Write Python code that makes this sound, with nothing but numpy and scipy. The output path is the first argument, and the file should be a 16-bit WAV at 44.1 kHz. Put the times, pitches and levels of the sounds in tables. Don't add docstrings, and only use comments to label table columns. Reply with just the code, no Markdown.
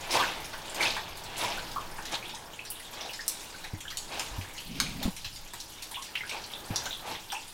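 import sys
import numpy as np
from scipy import signal
from scipy.fft import rfft, irfft, next_fast_len
from scipy.io import wavfile
from scipy.ndimage import map_coordinates

SR = 44100
rng = np.random.default_rng(int(sys.argv[2]) if len(sys.argv) > 2 else 0)


def persist_wave(psi):
    counts = np.round(np.clip(psi, -1, 1) * 32767).astype(np.int16)
    wavfile.write(sys.argv[1], SR, np.atleast_2d(counts).T)


N = 332073
TOP_HZ = 15900
STEP_HOLD = 0.09


def amp(db):
    return 10 ** (np.asarray(db) / 20)


def unit(x):
    return x / np.sqrt(np.mean(x ** 2) + 1e-20)


def along(points, hz):
    point_hz, value = np.transpose(points)
    return np.interp(np.log(hz + 1), np.log(point_hz), value)


def level_curve(rows, outside_db=None):
    s, db = np.transpose(rows)
    return amp(np.interp(np.arange(N) / SR, s, db, outside_db, outside_db))


def wobble(knots_per_s):
    knots = rng.standard_normal(int(N * knots_per_s / SR) + 4)
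    return map_coordinates(knots, [np.arange(N) * knots_per_s / SR])


def filtered(x, response):
    size = next_fast_len(len(x) + SR // 4)
    spectrum = rfft(x, size) * response(np.fft.rfftfreq(size, 1 / SR))
    return irfft(spectrum, size)[:len(x)]


def coloured(x, spectrum):
    return unit(filtered(x, lambda hz: amp(along(spectrum, hz))))


def add(track, s, sound):
    part = track[max(round(s * SR), 0):][:len(sound)]
    part += sound[:len(part)]


def at_level(sound, db):
    return amp(db) * sound / np.sqrt(np.mean(sound[:SR // 50] ** 2))


def dying(t60s):
    hz, age_s, z = signal.stft(rng.standard_normal(SR // 2), SR, nperseg=256)
    decay = amp(-60 * age_s / along(t60s, hz)[:, None])
    tail = signal.istft(z * decay, SR, nperseg=256)[1]
    return tail / np.linalg.norm(tail)


def tunnel(direct_db, bore_db=-5):
    # frequency in Hz, t60 in seconds.
    wall_t60s = [(500, 0.14), (3000, 0.19), (7000, 0.12), (15000, 0.12)]
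    bore_t60s = [(200, 0.55), (1000, 0.27), (3500, 0.37), (8000, 0.56), (15000, 0.15)]
    path = dying(wall_t60s) + amp(bore_db) * dying(bore_t60s)
    path[0] += amp(direct_db)
    return path


def standing_waves(x):
    # centre in Hz, width in Hz, added peak in dB.
    cross_modes = [(108.4, 8.4, 11), (323, 12.3, -1), (600, 11.4, -24), (849, 102, 1), (944, 47, -1),
                   (1082, 15, -7)]

    def response(f):
        total = 1
        for hz, width_hz, db in cross_modes:
            damping = 1j * f * width_hz
            total = total + amp(db) * damping / (hz * hz - f * f + damping)
        return total

    return filtered(x, response)


def grains(rate_per_s, low_hz, spread_db, direct_db, cycles=2.3, spots=4):
    out, k = np.zeros(N), np.arange(256)
    for _ in range(spots):
        draws = rng.random((int(rate_per_s * N / SR / spots), 4))
        when, pitch, chance, phase = draws.T[:, :, None]
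        hz = low_hz * (TOP_HZ / low_hz) ** pitch
        size = hz * amp(spread_db * np.minimum(-np.log(1 - chance), 3))
        turns = hz * k / SR
        envelope = np.exp(-turns / cycles) * (1 - k / len(k))
        ring = size * np.sin(2 * np.pi * (turns + phase)) * envelope
        ticks = np.bincount(((when * N).astype(int) + k).ravel(), ring.ravel(), N)[:N]
        out += signal.fftconvolve(ticks, tunnel(direct_db))[:N]
    return unit(out)


def plink(hz, cycles=23, rise=0.38, swell_cycles=1.44):
    turns = hz * np.arange(SR // 12) / SR
    age = turns / cycles
    pitch = 1 + rise * (np.minimum(age, 1) - 1 / 4)
    envelope = amp(-32 * age) * (1 - np.exp(-turns / swell_cycles))
    return np.sin(2 * np.pi * np.cumsum(pitch) * hz / SR) * envelope


def bubbles(table, direct_db, trim_db):
    out = np.zeros(N)
    for s, db, hz in table:
        heard = signal.fftconvolve(plink(hz), tunnel(direct_db, bore_db=-5.5))
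        add(out, s, at_level(heard, db + trim_db))
    return out


def swell(s, rise_db_per_s, hold_s, fall_db_per_s):
    t = np.arange(N) / SR - s
    rise_db = rise_db_per_s * np.minimum(t, 0)
    fall_db = fall_db_per_s * np.maximum(t - hold_s, 0)
    return amp(np.maximum(rise_db - fall_db, -120))


def stroke(s, build_s, release_s, edge_db=-17):
    t = np.arange(N) / SR - s
    return amp(np.maximum(edge_db * (t / np.where(t < 0, build_s, release_s)) ** 2, -120))


def tread(s, length_s):
    rise_db, fall_db, settle_fall_db, settle_peak_db = 61, 20.5, 8, -11.5
    hold_s = STEP_HOLD * length_s
    press = swell(s, rise_db / length_s, hold_s, fall_db / length_s)
    settle = swell(s, 2 * settle_fall_db / length_s, hold_s, settle_fall_db / length_s)
    return np.hypot(press, amp(settle_peak_db) * settle)


def air():
    # time in seconds, level in dB, around which the level wanders.
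    sway_level = [(0, -48), (1.8, -47.5), (2.6, -56), (5.3, -48.5), (6.1, -53), (7.53, -52.5)]
    # frequency in Hz, gain in dB.
    rumble_spectrum = [(6, -24.5), (14, 1), (24, -6.5), (40, -18), (70, -15.5), (170, -21), (300, -36),
                       (700, -64)]
    rumble = coloured(rng.standard_normal(N), rumble_spectrum)
    return level_curve(sway_level) * amp(1.6 * wobble(3.22)) * rumble


def wash(murmur_trim_db=-2.0, patter_trim_db=-1.5, hiss_trim_db=-6):
    # time in seconds, level in dB before the trims.
    murmur_level = [(0.0, -46), (1.2, -47.5), (1.5, -43.5), (2.3, -48), (2.82, -52.5), (3.55, -49),
                    (3.9, -54), (4.35, -45), (4.68, -57), (5.8, -55.5), (6.3, -49.5), (6.75, -47),
                    (7.53, -55.5)]
    patter_level = [(0, -44), (1.1, -52), (1.6, -47), (2.4, -51.5), (3.5, -46.5), (3.8, -53), (4.3, -47),
                    (5.3, -50.5), (6.9, -47), (7.53, -49.5)]
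    # frequency in Hz, gain in dB.
    murmur_spectrum = [(70, -20.5), (160, -0.5), (240, 0), (400, 0.5), (680, -0.5), (850, -1.5),
                       (1000, -1.5), (1250, -3), (1700, -2.5), (3000, -24)]
    patter_spectrum = [(900, -8.5), (1700, -6), (2500, 0.5), (3400, 2), (5000, -1), (7000, -4.5),
                       (11000, -6.5), (16000, -10)]
    murmur = amp(murmur_trim_db + wobble(8.4)) * coloured(rng.standard_normal(N), murmur_spectrum)
    ticking = grains(rate_per_s=260, low_hz=1225, spread_db=3, direct_db=-7.5)
    patter = amp(patter_trim_db) * coloured(ticking, patter_spectrum)
    hiss = amp(hiss_trim_db) * coloured(rng.standard_normal(N), patter_spectrum)
    return level_curve(murmur_level) * murmur + level_curve(patter_level) * (patter + hiss)


def handling(attack_s=0.001, ring_trim_db=1, thud_trim_db=-4, thud_t60_s=0.061):
    # start in seconds, level in dB before the trims, pitch in Hz, t60 in seconds.
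    bump_rows = [(3.733, -30.5, 94.4, 0.15), (3.735, -37, 317, 0.14), (4.313, -36, 49.5, 0.38),
                 (4.382, -29.5, 93, 0.21), (4.385, -31, 294, 0.032), (5.053, -16.5, 240, 0.051),
                 (5.078, -22.5, 190, 0.066), (5.259, -42.5, 101, 0.18), (6.704, -29, 103, 0.13),
                 (6.703, -29, 180, 0.039)]
    # time in seconds, level in dB of a finger sliding on the housing.
    rub_level = [(4.66, -47), (4.73, -39.5), (5.04, -42), (5.12, -58)]
    # frequency in Hz, gain in dB.
    finger_spectrum = [(30, 2), (90, -8), (150, 1), (200, 1.5), (260, 1), (340, -13.5), (600, -24),
                       (1500, -37)]
    noise_gain = level_curve(rub_level, outside_db=-120)
    rings, t = np.zeros(N), np.arange(SR // 3) / SR
    onset = 1 - np.exp(-t / attack_s)
    for s, db, hz, t60_s in bump_rows:
        ring = amp(db + ring_trim_db - 60 * t / t60_s) * np.sin(2 * np.pi * hz * t)
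        add(rings, s, ring * onset)
        thud_gain = amp(db + thud_trim_db - 60 * t / min(t60_s, thud_t60_s))
        add(noise_gain, s, thud_gain * onset)
    return rings + noise_gain * coloured(rng.standard_normal(N), finger_spectrum)


def footsteps(spray_rise_db=300, spray_fall_db=26):
    # moment of full weight in seconds, sole, gravel crunch and spray levels in dB,
    # crunch and spray delays in seconds, length in seconds.
    step_rows = [(0.144, -29.5, -28, -35.5, 0.0057, -0.029, 0.21),
                 (0.804, -32.5, -27, -39, 0.027, 0.0077, 0.17),
                 (1.421, -37.5, -34, -40.5, 0.0059, -0.032, 0.26),
                 (2.134, -38.5, -33, -44.5, 0.0, -0.015, 0.087)]
    # strongest moment in seconds, low and high grain levels in dB,
    # build-up and release in seconds.
    soft_rows = [(3.04, -44, -48.5, 0.17, 0.13), (4.159, -40, -40, 0.072, 0.11),
                 (4.84, -49, -45, 0.15, 0.2), (5.05, -43, -48, 0.06, 0.083),
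                 (6.355, -42.5, -48.5, 0.075, 0.11), (6.725, -41.5, -62, 0.033, 0.2),
                 (7.115, -39.5, -44, 0.095, 0.087)]
    # start in seconds, level in dB before the trim, nominal pitch in Hz.
    squelch_rows = [(0.151, -30.5, 996), (0.197, -27, 1157), (0.220, -29, 1560), (0.276, -36, 2700),
                    (0.807, -24, 2260), (0.852, -27, 2570), (1.411, -33, 3650), (1.433, -36, 970)]
    # frequency in Hz, gain in dB.
    sole_spectrum = [(80, -34), (200, -9.5), (450, -4.5), (680, -1.5), (850, -5), (1050, -5), (1300, -9),
                     (1700, -7.5), (2400, -13), (6000, -60)]
    crunch_spectrum = [(900, -2), (1700, -10), (2300, 0.5), (3400, 1), (5200, -5), (7000, -13.5),
                       (10000, -23)]
    spray_spectrum = [(3500, -2), (6500, 2), (8000, -2.5), (10500, -1), (13000, -11), (16000, -14)]
    scuff_spectrum = [(100, -8.5), (300, -5), (600, 0), (880, -2.5), (1300, -5.5), (2400, -10),
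                      (4500, -14.5), (8000, -25.5), (15000, -27)]
    sole = coloured(grains(rate_per_s=1200, low_hz=197.0, spread_db=3.0, direct_db=-5), sole_spectrum)
    crunch = coloured(grains(rate_per_s=800, low_hz=1200, spread_db=4, direct_db=-1), crunch_spectrum)
    spray = coloured(grains(rate_per_s=800, low_hz=4500, spread_db=3, direct_db=-3), spray_spectrum)
    scuff = coloured(grains(rate_per_s=1400, low_hz=258, spread_db=7.0, direct_db=-7.5), scuff_spectrum)
    out = bubbles(squelch_rows, direct_db=-7, trim_db=-3.0)
    for s, sole_db, crunch_db, spray_db, crunch_delay_s, spray_delay_s, length_s in step_rows:
        out += amp(sole_db) * tread(s, length_s) * sole
        out += amp(crunch_db) * tread(s + crunch_delay_s, length_s) * crunch
        burst = swell(s + spray_delay_s, spray_rise_db / length_s, STEP_HOLD * length_s,
                      spray_fall_db / length_s)
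        out += amp(spray_db) * burst * spray
    for s, low_db, high_db, build_s, release_s in soft_rows:
        mix = amp(low_db) * scuff + amp(high_db) * crunch
        out += stroke(s, build_s, release_s) * mix
    return out


def far_puddles(count=130, middle_hz=3700, octaves=0.522, level_db=-54):
    out = np.zeros(N)
    starts_s = rng.uniform(0, N / SR, count)
    draws = np.clip(rng.standard_normal((count, 2)), -2, 2)
    for s, (pitch, size) in zip(starts_s, draws):
        bubble = plink(middle_hz * 2 ** (octaves * pitch))
        heard = signal.fftconvolve(bubble, tunnel(direct_db=-10))
        add(out, s, at_level(heard, level_db + 2 * size))
    return out


def puddles():
    # start in seconds, level in dB before the trim, nominal pitch in Hz.
    bubble_rows = [(1.576, -41, 1510), (1.761, -34, 1172), (2.226, -44.5, 2410), (2.257, -44, 3450),
                   (2.336, -50, 926), (2.592, -40.5, 2600), (2.535, -49, 3160), (3.094, -41, 2870),
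                   (3.192, -40, 1830), (3.209, -44, 5200), (3.543, -48.5, 1520), (3.853, -45.5, 1620),
                   (3.88, -41.5, 3280), (3.923, -48.5, 1900), (4.863, -42, 2380), (5.944, -40.5, 3420),
                   (5.957, -40.5, 2940), (5.97, -45, 1070), (6.207, -37, 2130), (6.235, -42.5, 1570),
                   (6.313, -39.5, 2550), (6.536, -39.5, 3560), (6.865, -40, 1530), (6.908, -39.5, 3780),
                   (6.929, -37.5, 3580), (7.155, -44, 3400), (7.302, -40.5, 3400), (7.327, -41, 874),
                   (7.349, -38.5, 2740)]
    return bubbles(bubble_rows, direct_db=-2, trim_db=0.5)


def far_drops(count=24, level_db=-47.5, spread_db=6.0, middle_hz=4300, octaves=0.21, half_width_octaves=0.92):
    when, size, pitch = rng.random((count, 3)).T
    starts_s = (np.arange(count) + when) * N / SR / count
    levels_db = level_db + spread_db * (2 * size - 1)
    centres_hz = middle_hz * 2 ** (octaves * (2 * pitch - 1))
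    return [(s, db, hz, half_width_octaves) for s, db, hz in zip(starts_s, levels_db, centres_hz)]


def drops(smack_s=0.001, direct_db=1, nearness=1.0, tick=0.068, dull_hz=13500, snap=3.7):
    # start in seconds, level in dB, centre in Hz, half-width in octaves.
    impact_rows = [(0.108, -34.5, 4960, 0.27), (0.532, -40, 1360, 0.86), (0.696, -44.5, 8150, .2),
                   (0.745, -39, 5500, 0.92), (0.965, -34.5, 1470, 0.71), (1.171, -46, 4560, 1.7),
                   (1.236, -46, 5200, 1.5), (1.379, -41, 9500, 0.83), (1.983, -41.5, 1350, .7),
                   (2.053, -39.5, 3190, 0.81), (2.293, -41.5, 3440, 0.54), (2.702, -36, 12600, 0.5),
                   (2.797, -46.5, 5540, 1.4), (3.009, -40.5, 4450, 0.39), (3.133, -40, 3370, 0.95),
                   (3.2797, -27, 7000, 0.92), (3.641, -40, 1650, 1.26), (3.903, -40.5, 3240, 0.98),
                   (3.971, -33.5, 5800, 0.77), (4.195, -32.5, 3030, 1), (4.411, -43, 3400, 0.79),
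                   (4.579, -40, 3650, 0.48), (4.801, -25, 3170, 1.03), (5.028, -35, 4540, 1.7),
                   (5.245, -36.5, 3120, 0.62), (5.359, -44, 4100, 0.56), (5.535, -41, 4600, 5.7),
                   (5.601, -40, 5900, 0.67), (5.824, -43, 6100, 1), (5.912, -42, 4200, 3.8),
                   (6.022, -41.5, 3960, 0.77), (6.154, -31, 2400, 0.55), (6.294, -37, 3680, 0.85),
                   (6.438, -42, 3880, 0.44), (6.759, -28.5, 4650, 0.37), (6.856, -36, 1810, 2),
                   (7.320, -36.5, 2520, 1.5)]
    out, t = np.zeros(N), np.arange(SR // 200) / SR
    loudest_db = max(row[1] for row in impact_rows)
    for s, db, centre_hz, octaves in impact_rows + far_drops():
        smack = rng.standard_normal(len(t)) * np.exp(-t / smack_s) + snap * (t == 0)
        path = tunnel(direct_db + nearness * (db - loudest_db))
        heard = np.pad(signal.fftconvolve(smack, path), (SR // 2000, 0))

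        def colour(hz):
            band = 1 / np.sqrt(1 + np.abs(np.log2((hz + 1) / centre_hz) / octaves) ** 6)
            broad_tick = tick * hz / (hz + 500)
            return (band + broad_tick) / np.sqrt(1 + (hz / dull_hz) ** 6)

        add(out, s, at_level(filtered(heard, colour), db))
    return out


def scene():
    in_tunnel = wash() + footsteps() + far_puddles() + puddles() + drops()
    mono = standing_waves(in_tunnel) + handling() + air()
    return np.array([mono, mono])


def record(dry):
    return np.array([filtered(channel, lambda hz: hz < TOP_HZ) for channel in dry])


dry = scene()
out = record(dry)
persist_wave(out)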